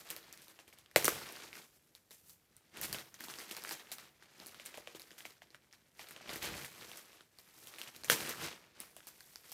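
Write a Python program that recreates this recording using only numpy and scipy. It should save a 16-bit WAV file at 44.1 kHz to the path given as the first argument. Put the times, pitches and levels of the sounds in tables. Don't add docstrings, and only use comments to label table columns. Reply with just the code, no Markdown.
import sys
import numpy as np
from scipy import signal
from scipy.fft import rfft, irfft
from scipy.io import wavfile

SR = 44100
rng = np.random.default_rng(int(sys.argv[2]) if len(sys.argv) > 2 else 0)


def int16_out(signal):
    q = np.round(np.clip(np.atleast_2d(signal).T, -1, 1) * 32767)
    wavfile.write(sys.argv[1], SR, q.astype(np.int16))


N = 420273


def from_db(db):
    return 10 ** (np.asarray(db) / 20)


def rms_one(x):
    return x / np.sqrt(np.mean(x ** 2) + 1e-20)


def at_hz(points, hz):
    table_hz, values = np.transpose(points)
    return np.interp(np.log(hz), np.log(table_hz), values)


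def band(x, low_hz, high_hz):
    edges_hz = [low_hz, min(high_hz, .45 * SR)]
    return signal.sosfilt(signal.butter(2, edges_hz, "band", fs=SR, output="sos"), x)


def coloured(x, spectrum):
    hz = np.maximum(np.arange(N // 2 + 1) * SR / N, 1)
    return rms_one(irfft(rfft(x) * from_db(at_hz(spectrum, hz)), N))


def drift(rate_hz):
    step = 40
    r = np.exp(-2 * np.pi * rate_hz * step / SR)
    noise = rng.standard_normal(N // step + 2002)
    slow = signal.lfilter([1], [1, -2 * r, r * r], noise)[2000:]
    return np.interp(np.arange(N) / step, np.arange(len(slow)), rms_one(slow))


# t/s, level of the creases/dB, treble relative to that level/dB
HANDLING_CURVE = [(0, -66, 2.5), (.11, -55.5, -13), (.2, -64, -29), (.45, -68.5, 0), (.7, -73.5, -9),
                  (.93, -75.5, -12), (1.0, -42.5, -9), (1.08, -53, -1), (1.17, -52.5, -12),
                  (1.44, -58.5, -11), (1.52, -63, -5), (1.6, -59.5, -6), (1.701, -79.5, 2.5),
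                  (2.08, -82.5, 2.5), (2.14, -78, 12), (2.23, -82, 7), (2.31, -80, 15.5),
                  (2.4, -82.5, -1.5), (2.722, -73.5, -9.5), (2.769, -52, -19), (2.88, -59.5, 0),
                  (2.97, -51, -16), (3.12, -75.5, -29), (3.22, -59, -2), (3.45, -57.5, -4), (3.6, -60, -11),
                  (3.7, -54.5, -2), (3.87, -63.5, -18), (4.039, -62, -12), (4.14, -75, -19.5),
                  (4.409, -62.5, -7.5), (4.77, -63.5, -13), (5.05, -69, -5), (5.31, -67, -5),
                  (5.4, -77, -12), (5.929, -78, -3), (6.03, -61.5, -1.5), (6.21, -67, -32),
                  (6.302, -53, -12), (6.39, -56.5, -6), (6.48, -47.5, -10), (6.53, -55, -15),
                  (6.58, -51, -6), (6.68, -59.5, -6), (6.95, -60, -4.5), (7.2, -68, -8.5),
                  (7.29, -79.5, -3.5), (7.62, -66, 2.5), (7.83, -61, -8), (8.06, -72.5, -4),
                  (8.12, -41, -8), (8.19, -48.5, -7), (8.3, -47.5, -8), (8.37, -54.5, -11), (8.44, -45, -7),
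                  (8.68, -74.5, -45), (8.82, -60, -7), (8.93, -73.5, -3), (9.09, -67.5, -2.5),
                  (9.329, -73.5, 4.5), (9.45, -68.5, -0.5), (9.53, -64.5, 3)]


def handling(s):
    times, level_db, bright_db = np.transpose(HANDLING_CURVE)
    return np.interp(s, times, level_db), np.interp(s, times, bright_db)


def creases(per_s, finer_per_octave, spread_db, cycles, clump_db):
    size_db = spread_db * np.minimum(rng.exponential(1, N), 4.5)
    sizes = from_db(size_db) * rng.choice([-1, 1], N)
    born = rng.random(N) < per_s * from_db(clump_db * drift(25)) / SR
    pitches = np.geomspace(60, 15000, 24)
    share = np.cumsum(pitches ** np.log2(finer_per_octave))
    dealt = np.searchsorted(share / share[-1], rng.random(N))
    out = 0
    for k, hz in enumerate(pitches):
        r = from_db(-60 * hz / (cycles * SR))
        resonator = [1, -2 * r * np.cos(2 * np.pi * hz / SR), r * r]
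        strikes = sizes * born * (dealt == k) + 1e-18
        ring = signal.lfilter([1, 0, -1], resonator, strikes)
        out = out + rms_one(ring) * np.sqrt(hz)
    return out


# f/Hz, spectral density/dB
SHEET_COLOUR = [(18, -45), (30, -8.5), (135, -2.5), (283, -2), (332, 1), (928, -6), (1890, -3.5),
                (3480, -6.5), (4410, -6.5), (10300, -5.5), (12700, -2.5), (15200, -6.5), (16500, -34.5)]
REGISTER_EDGES = [25, 150, 900, 5000, 18000]
SLIDING_HISS_DB = -8
PANELS_DB, FLAP_IN_PANELS_DB = -7.5, -14.5
SWAY_DB = -81


def rustle(rows):
    level_db, bright_db = handling(np.arange(N) / SR)
    flap = flaps()
    sway = flap + from_db(SWAY_DB)
    panels = from_db(level_db + PANELS_DB) + from_db(FLAP_IN_PANELS_DB) * flap
    effort = np.array([sway, panels, from_db(level_db), from_db(level_db + bright_db)]) + swarm(rows)
    grains = rms_one(creases(per_s=5000, finer_per_octave=1.5, spread_db=2.5, cycles=6.5, clump_db=3.5))
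    sliding = from_db(SLIDING_HISS_DB) * rng.standard_normal(N)
    sheet = coloured(grains + sliding, SHEET_COLOUR)
    out = 0
    for k, (low_hz, high_hz) in enumerate(zip(REGISTER_EDGES, REGISTER_EDGES[1:])):
        register = rms_one(band(sheet, low_hz, high_hz))
        out = out + effort[k] * register * (-1) ** k
    return out


# f/Hz, spectral density/dB
QUIET_COLOUR = [(18, -36), (30, -7), (76, 2), (163, 3), (562, 1), (953, -6.5), (4180, -13.5), (6720, -16.5),
                (13400, -12), (15200, -19.5), (16500, -36.5)]


def quiet_room():
    level_db = -78.5 + 0.84 * drift(2.4)
    return from_db(level_db) * coloured(rng.standard_normal(N), QUIET_COLOUR)


# t/s, levels of crack, thump, pop, tick and following swarm/dB,
# pitches of crack, thump, pop/Hz
LISTED_SNAPS = [(0.1032, -39, -57, -48, -33.5, -51.5, 3070, 570, 2271),
                (0.1642, -41.5, -48.5, -47, -42, -58.5, 4580, 580, 2208),
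                (0.327, -43.5, -72, -85, -46, -63.5, 6050, 542, 2027),
                (0.3752, -53, -71, -70, -51, -86, 4435, 670, 2020),
                (0.4194, -56, -66, -65, -51, -73, 3910, 700, 1070),
                (0.4821, -51, -57, -68, -50, -81, 4040, 390, 2290),
                (0.5897, -48.5, -52.5, -65, -82, -56.5, 2824, 696, 1927),
                (0.6788, -55, -57, -63, -56, -72, 2600, 360, 1610),
                (0.7272, -56, -68, -54, -65, -66, 2656, 800, 2290),
                (0.7865, -53, -71, -72, -52, -78, 3393, 687, 1506),
                (0.8606, -52.5, -70, -68, -67, -89, 3154, 402.4, 1240),
                (0.9133, -59, -63, -54.5, -59, -79, 5500, 522.4, 1915),
                (0.9606, -19.5, -13, -14, -20.5, -31, 4390, 566.6, 2117),
                (1.0449, -26, -29, -29, -23.5, -37.5, 6386, 420.4, 2001),
                (1.054, -32, -53, -48, -20, -72, 5720, 261, 2203),
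                (1.0803, -36, -21.5, -18, -23, -39, 4920, 396.7, 1260),
                (1.324, -63, -46, -56, -43, -92, 3425, 343, 890),
                (1.5296, -43, -60, -45, -62, -67, 2620, 703, 2205),
                (1.5542, -46, -61, -47, -54, -66, 5060, 360.5, 2147),
                (1.9509, -47, -78.5, -65, -56, -64.5, 4006, 439.4, 2248),
                (2.1083, -51, -55.5, -62, -54, -59.5, 4040, 419.6, 2015),
                (2.2957, -55.5, -74, -63.5, -51.5, -72.5, 4086, 330, 1340),
                (2.5665, -63, -74.5, -75.5, -49, -87, 3950, 570, 1840),
                (2.7717, -45, -55, -54.5, -47, -66, 2860, 411, 1776),
                (2.8138, -47, -65, -43, -31.5, -57, 5780, 380, 1885),
                (2.8295, -43, -62, -46, -41, -47.5, 4750, 387.4, 2217),
                (2.8433, -42, -49, -39, -46, -54.5, 3070, 320, 2151),
                (2.9283, -33, -47, -41, -31.5, -54, 4650, 370, 1795),
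                (2.9459, -35, -44, -43, -46, -56, 2930, 813, 1292),
                (2.9853, -38.5, -55, -55, -47, -54, 3850, 300.3, 1823),
                (3.1423, -44.5, -98, -54, -53, -59, 6200, 402, 1740),
                (3.2068, -47, -47.5, -40, -42, -79, 4550, 260, 1800),
                (3.2391, -42, -47, -44, -48, -53, 4450, 339, 1510),
                (3.2841, -43, -48, -44, -53, -71, 3843, 259.7, 961),
                (3.2993, -47, -57, -42.5, -58, -55, 4990, 412, 1497),
                (3.3391, -40.5, -65, -61, -55, -72, 2936, 389.7, 1130),
                (3.3573, -48, -63, -55, -57, -79, 4680, 360, 2072),
                (3.3868, -40, -49, -46, -64, -52.5, 4900, 339.4, 1338),
                (3.4021, -48, -55, -44, -59, -65, 4715, 420, 1930),
                (3.5117, -36, -43.5, -53, -40.5, -53, 2940, 373, 2290),
                (3.5491, -45, -56, -50, -52, -71, 4510, 840, 2303),
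                (3.5667, -39, -57, -47, -43, -55, 4490, 787, 952),
                (3.5837, -50, -47.5, -47, -58, -64, 4140, 381, 906),
                (3.6384, -45, -63, -49, -39.5, -71, 4086, 401, 971),
                (3.649, -46, -62, -37, -59, -80, 2756, 570, 1586),
                (3.6733, -54, -70, -41, -64, -67, 4330, 430, 1962),
                (3.6925, -38, -66, -41, -40, -57, 4950, 419.7, 1667),
                (3.7101, -36.5, -39, -42, -47, -48, 4710, 900, 1700),
                (3.7256, -53, -54, -49, -39, -67, 3790, 860, 1554),
                (3.9172, -40, -46.5, -43, -39, -52.5, 4110, 729, 2280),
                (3.9241, -55, -69, -78, -42, -63, 5650, 635, 1945),
                (3.9839, -45, -74, -49, -47.5, -65, 3995, 570, 1480),
                (4.2246, -52.5, -81, -50.5, -76, -66.5, 2920, 529, 1682),
                (4.4004, -44.5, -49.5, -56, -73, -75, 4350, 289.7, 1862),
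                (4.4613, -45.5, -52, -62, -48, -77, 4570, 310, 2260),
                (4.4681, -63, -65, -67, -41, -70, 4290, 362.5, 1675),
                (4.5454, -51, -66, -48, -53, -92, 3170, 381.3, 1260),
                (4.5983, -43, -50, -47, -64, -66, 2866, 590, 2265),
                (4.6534, -52, -63, -53, -46, -63, 3766, 620, 2290),
                (4.6608, -47, -64, -63.5, -38, -71, 2664, 367, 2266),
                (4.7425, -42.5, -48, -51, -63, -62, 2607, 742, 1836),
                (4.7741, -44.5, -45, -53, -47, -64, 2740, 687, 1547),
                (4.7794, -55, -39.5, -50, -61, -82, 2773, 580, 1138),
                (4.8734, -39.5, -42.5, -42.5, -79, -60, 2680, 590, 2207),
                (4.9486, -47, -41.5, -58, -61, -58.5, 3065, 392.4, 1570),
                (4.9965, -47, -65, -51, -47, -66, 4230, 690, 2296),
                (5.0188, -45, -81, -71, -52, -74, 4610, 711, 2158),
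                (5.1069, -52, -70, -50, -73, -78, 4880, 320, 1820),
                (5.1154, -48.5, -54, -58, -71, -76, 3080, 361, 1804),
                (5.1808, -52, -80, -71, -52, -57.5, 2970, 759, 900),
                (5.2058, -46, -61, -48.5, -55, -74, 3090, 716, 1946),
                (5.2528, -42.5, -42.5, -39, -53, -52.5, 2660, 768, 2227),
                (5.3059, -52, -57.5, -76, -58, -87, 4480, 431, 1547),
                (5.4193, -49.5, -50.5, -46.5, -72.5, -63.5, 2937, 711, 1902),
                (5.5044, -54.5, -60.5, -69, -83, -72, 4490, 369.7, 2194),
                (5.5461, -49.5, -54.5, -46, -75, -63, 3020, 610, 1592),
                (5.7272, -50, -69.5, -58.5, -72.5, -59, 5320, 320, 1930),
                (5.9933, -49.5, -44.5, -42, -74.5, -49, 5060, 820, 2225),
                (6.0872, -51, -71, -51, -48, -66, 4140, 339.7, 2298),
                (6.1089, -55, -56, -49, -46, -66, 3884, 390, 1487),
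                (6.1632, -42, -50, -56, -74, -58, 2960, 608, 2290),
                (6.2085, -57, -48, -53, -85, -59, 3526, 700, 1260),
                (6.293, -39, -42.5, -37, -63, -54.5, 3404, 367.7, 1998),
                (6.3294, -52, -41.5, -43, -51, -51.5, 2646, 400, 1800),
                (6.3586, -47, -39, -39, -39.5, -60, 5050, 366.4, 1933),
                (6.4226, -42, -53, -38, -53, -42, 3523, 805, 2224),
                (6.443, -39, -40, -48, -50, -55, 2863, 340, 1180),
                (6.5411, -46, -47, -42, -70, -76, 2610, 260, 2290),
                (6.6468, -42, -64, -42.5, -45, -56, 2630, 541, 2091),
                (6.8104, -47, -60, -64, -65, -92, 4260, 280, 1830),
                (6.9158, -41.5, -56, -51, -64, -70, 3106, 380.6, 1018),
                (6.972, -52, -56, -88, -46, -62, 5620, 398.7, 1576),
                (7.2077, -53, -55, -49.5, -70.5, -74, 3420, 431.6, 1484),
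                (7.3867, -48, -64.5, -64.5, -57, -65, 4500, 478, 1680),
                (7.6719, -45, -67, -60, -45, -68, 3206, 280, 1213),
                (7.739, -49, -68, -48, -67, -73, 2607, 810, 1560),
                (7.7848, -43, -77, -50, -50, -56, 2765, 590, 1870),
                (7.8153, -34, -73, -56, -45, -55, 3090, 298.5, 1776),
                (7.8749, -45, -71, -59, -82, -51, 2868, 888, 1045),
                (7.9483, -49, -70, -67, -65, -61, 2858, 267.7, 1457),
                (7.9628, -46, -51, -51, -49, -65, 4100, 383, 2280),
                (8.0357, -40, -51, -50, -61, -53, 4460, 388, 1777),
                (8.0453, -39, -49, -44, -44, -52.5, 6210, 561, 1946),
                (8.0842, -40, -53, -47, -51, -53, 3196, 880, 900),
                (8.0992, -19.5, -25.5, -16, -21, -33, 3160, 520, 1620),
                (8.1245, -46, -34, -46, -34, -57, 5175, 383, 1850),
                (8.2934, -42, -56, -52, -33, -62, 4340, 760, 1161),
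                (8.8028, -51.5, -50.5, -53, -34.5, -72, 4730, 297.3, 2212),
                (8.9658, -53, -50, -50, -44, -71, 3090, 706, 1001),
                (9.0047, -53, -61, -52, -73, -77, 2870, 610, 1500),
                (9.0702, -51, -60, -53, -44, -58, 4620, 326.5, 900),
                (9.2064, -48.5, -71, -52.5, -53, -74, 4510, 263.3, 1740),
                (9.3582, -39, -64, -55, -51, -80, 4944, 560, 1570),
                (9.518, -48, -53, -62, -41, -57, 5400, 758, 2086)]
# lowest f/Hz, highest f/Hz
SMALL_PITCHES = [(2500, 5800), (280, 850), (900, 2500)]
SMALL_SNAPS = 230
SMALL_SNAP_DB = [13, 3, 10, 11, -10]
SMALL_SPREAD_DB = 16


def all_snaps():
    chance = rng.random((SMALL_SNAPS, 9))
    s = chance[:, 0] * (N - 1) / SR
    level_db, bright_db = handling(s)
    db = level_db[:, None] + SMALL_SNAP_DB - SMALL_SPREAD_DB * chance[:, 1:6]
    db[:, 3] += bright_db
    low_hz, high_hz = np.transpose(SMALL_PITCHES)
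    pitches = low_hz * (high_hz / low_hz) ** chance[:, 6:]
    return np.vstack([LISTED_SNAPS, np.column_stack([s, db, pitches])])


# delay t/s, rise time constant t/s, 60 dB decay t/s, roughness [ratio]
RINGING_PARTS = [(.0001, .00015, .0035, .5), (.001, .0008, .012, .2), (.0003, .0003, .005, .35)]
TICK_T60_S = .0032
SAG = .3


def snaps(rows):
    age = np.arange(2048) / SR
    noise = rng.standard_normal((len(rows), 4, len(age)))
    parts = []
    for k, (delay, rise, t60, rough) in enumerate(RINGING_PARTS):
        hz = rows[:, 6 + k:7 + k]
        late = np.maximum(age - delay, 0)
        shape = (1 - np.exp(-late / rise)) * from_db(-60 * late / t60)
        slack = t60 / 5
        hurried = (1 - SAG / 2) * late + SAG * slack * (1 - np.exp(-late / slack))
        polarity = np.sign(noise[:, k, :1])
        tone = polarity * np.sin(2 * np.pi * hz * hurried)
        wobble = rms_one(band(noise[:, k], 16, 1.2 * np.mean(hz)))
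        parts.append(band(shape * tone * (1 + rough * wobble), 180, 18000))
    parts.append(band(noise[:, 3] * from_db(-60 * age / TICK_T60_S), 8100, 14000))
    out = np.zeros(N + len(age))
    for k, bursts in enumerate(parts):
        size = np.sqrt((bursts ** 2).sum(1, keepdims=True) / 40)
        bursts = bursts * from_db(rows[:, 1 + k:2 + k]) / size
        for s, burst in zip(rows[:, 0], bursts):
            start = round(s * SR)
            out[start:start + len(age)] += burst
    return out[:N]


SWARM_SHARE = [-15.5, -5.5, 2.5, 8.5]
SWARM_RISE_S, SWARM_T60_S = .005, 0.064
SWARM_LIKE_SNAP = 0.52


def swarm(rows):
    kicks = np.zeros((4, N))
    for s, crack_db, thump_db, pop_db, tick_db, swarm_db, *pitches in rows:
        middle_db = max(crack_db, pop_db)
        colour_db = np.array([thump_db, thump_db, middle_db, tick_db]) - middle_db
        kicks[:, round(s * SR)] += from_db(swarm_db + SWARM_LIKE_SNAP * colour_db + SWARM_SHARE)
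    rise = np.exp(-1 / (SWARM_RISE_S * SR))
    dying = signal.lfilter([1], [1, -from_db(-60 / (SWARM_T60_S * SR))], kicks)
    return signal.lfilter([1 - rise], [1, -rise], dying)


# f/Hz, 60 dB decay t/s
ROOM_DECAY = [(100, 0.71), (1000, 0.31), (4000, 0.24), (14000, 0.75)]
FIRST_ECHO_S = .0045
ROOM_DB, EARLY_DB, EARLY_BOOST_T60_S = -10.5, 6.5, 0.12
WALL_ECHO_S, WALL_ECHO_DB = 0.0086, -20.5


def room(x):
    age = np.arange(SR // 2) / SR
    edges_hz, tail = 40 * 2.0 ** np.arange(10), 0
    for low_hz, high_hz in zip(edges_hz, edges_hz[1:]):
        t60 = at_hz(ROOM_DECAY, np.sqrt(low_hz * high_hz))
        tail = tail + band(rng.standard_normal(len(age)), low_hz, high_hz) * from_db(-60 * age / t60)
    rise = np.clip(age / FIRST_ECHO_S - 1, 0, 1)
    tail = tail * rise * (1 + from_db(EARLY_DB - 60 * age / EARLY_BOOST_T60_S))
    tail = from_db(ROOM_DB) * tail / np.sqrt(np.sum(tail ** 2))
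    spread = np.exp(-((age - WALL_ECHO_S) / 0.00052) ** 2)
    scattered = spread * rng.standard_normal(len(age))
    tail = tail + from_db(WALL_ECHO_DB) * scattered / np.sqrt(np.sum(scattered ** 2))
    return signal.fftconvolve(x, tail)[:N]


# middle t/s, length t/s, peak level/dB
SHEET_FLAPS = [(1.094, 0.39, -61), (2.8, 0.16, -66.5), (2.938, 0.16, -58.5), (4.05, 0.11, -84),
               (6.326, 0.21, -67), (6.52, 0.36, -58), (6.82, 0.21, -75), (8.17, 0.43, -62),
               (8.438, 0.15, -56.5)]


def flaps():
    t = np.arange(N) / SR
    level = 0
    for s, length, db in SHEET_FLAPS:
        phase = np.pi * np.clip((t - s) / length, -.5, .5)
        level = level + from_db(db) * np.cos(phase) ** 2
    return level


def scene():
    rows = all_snaps()
    bag = snaps(rows) + rustle(rows)
    return (bag + room(bag) + quiet_room())[None]


def record(dry):
    return signal.sosfilt(signal.cheby2(14, 60, 16700, fs=SR, output="sos"), dry)


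dry = scene()
out = record(dry)
int16_out(out)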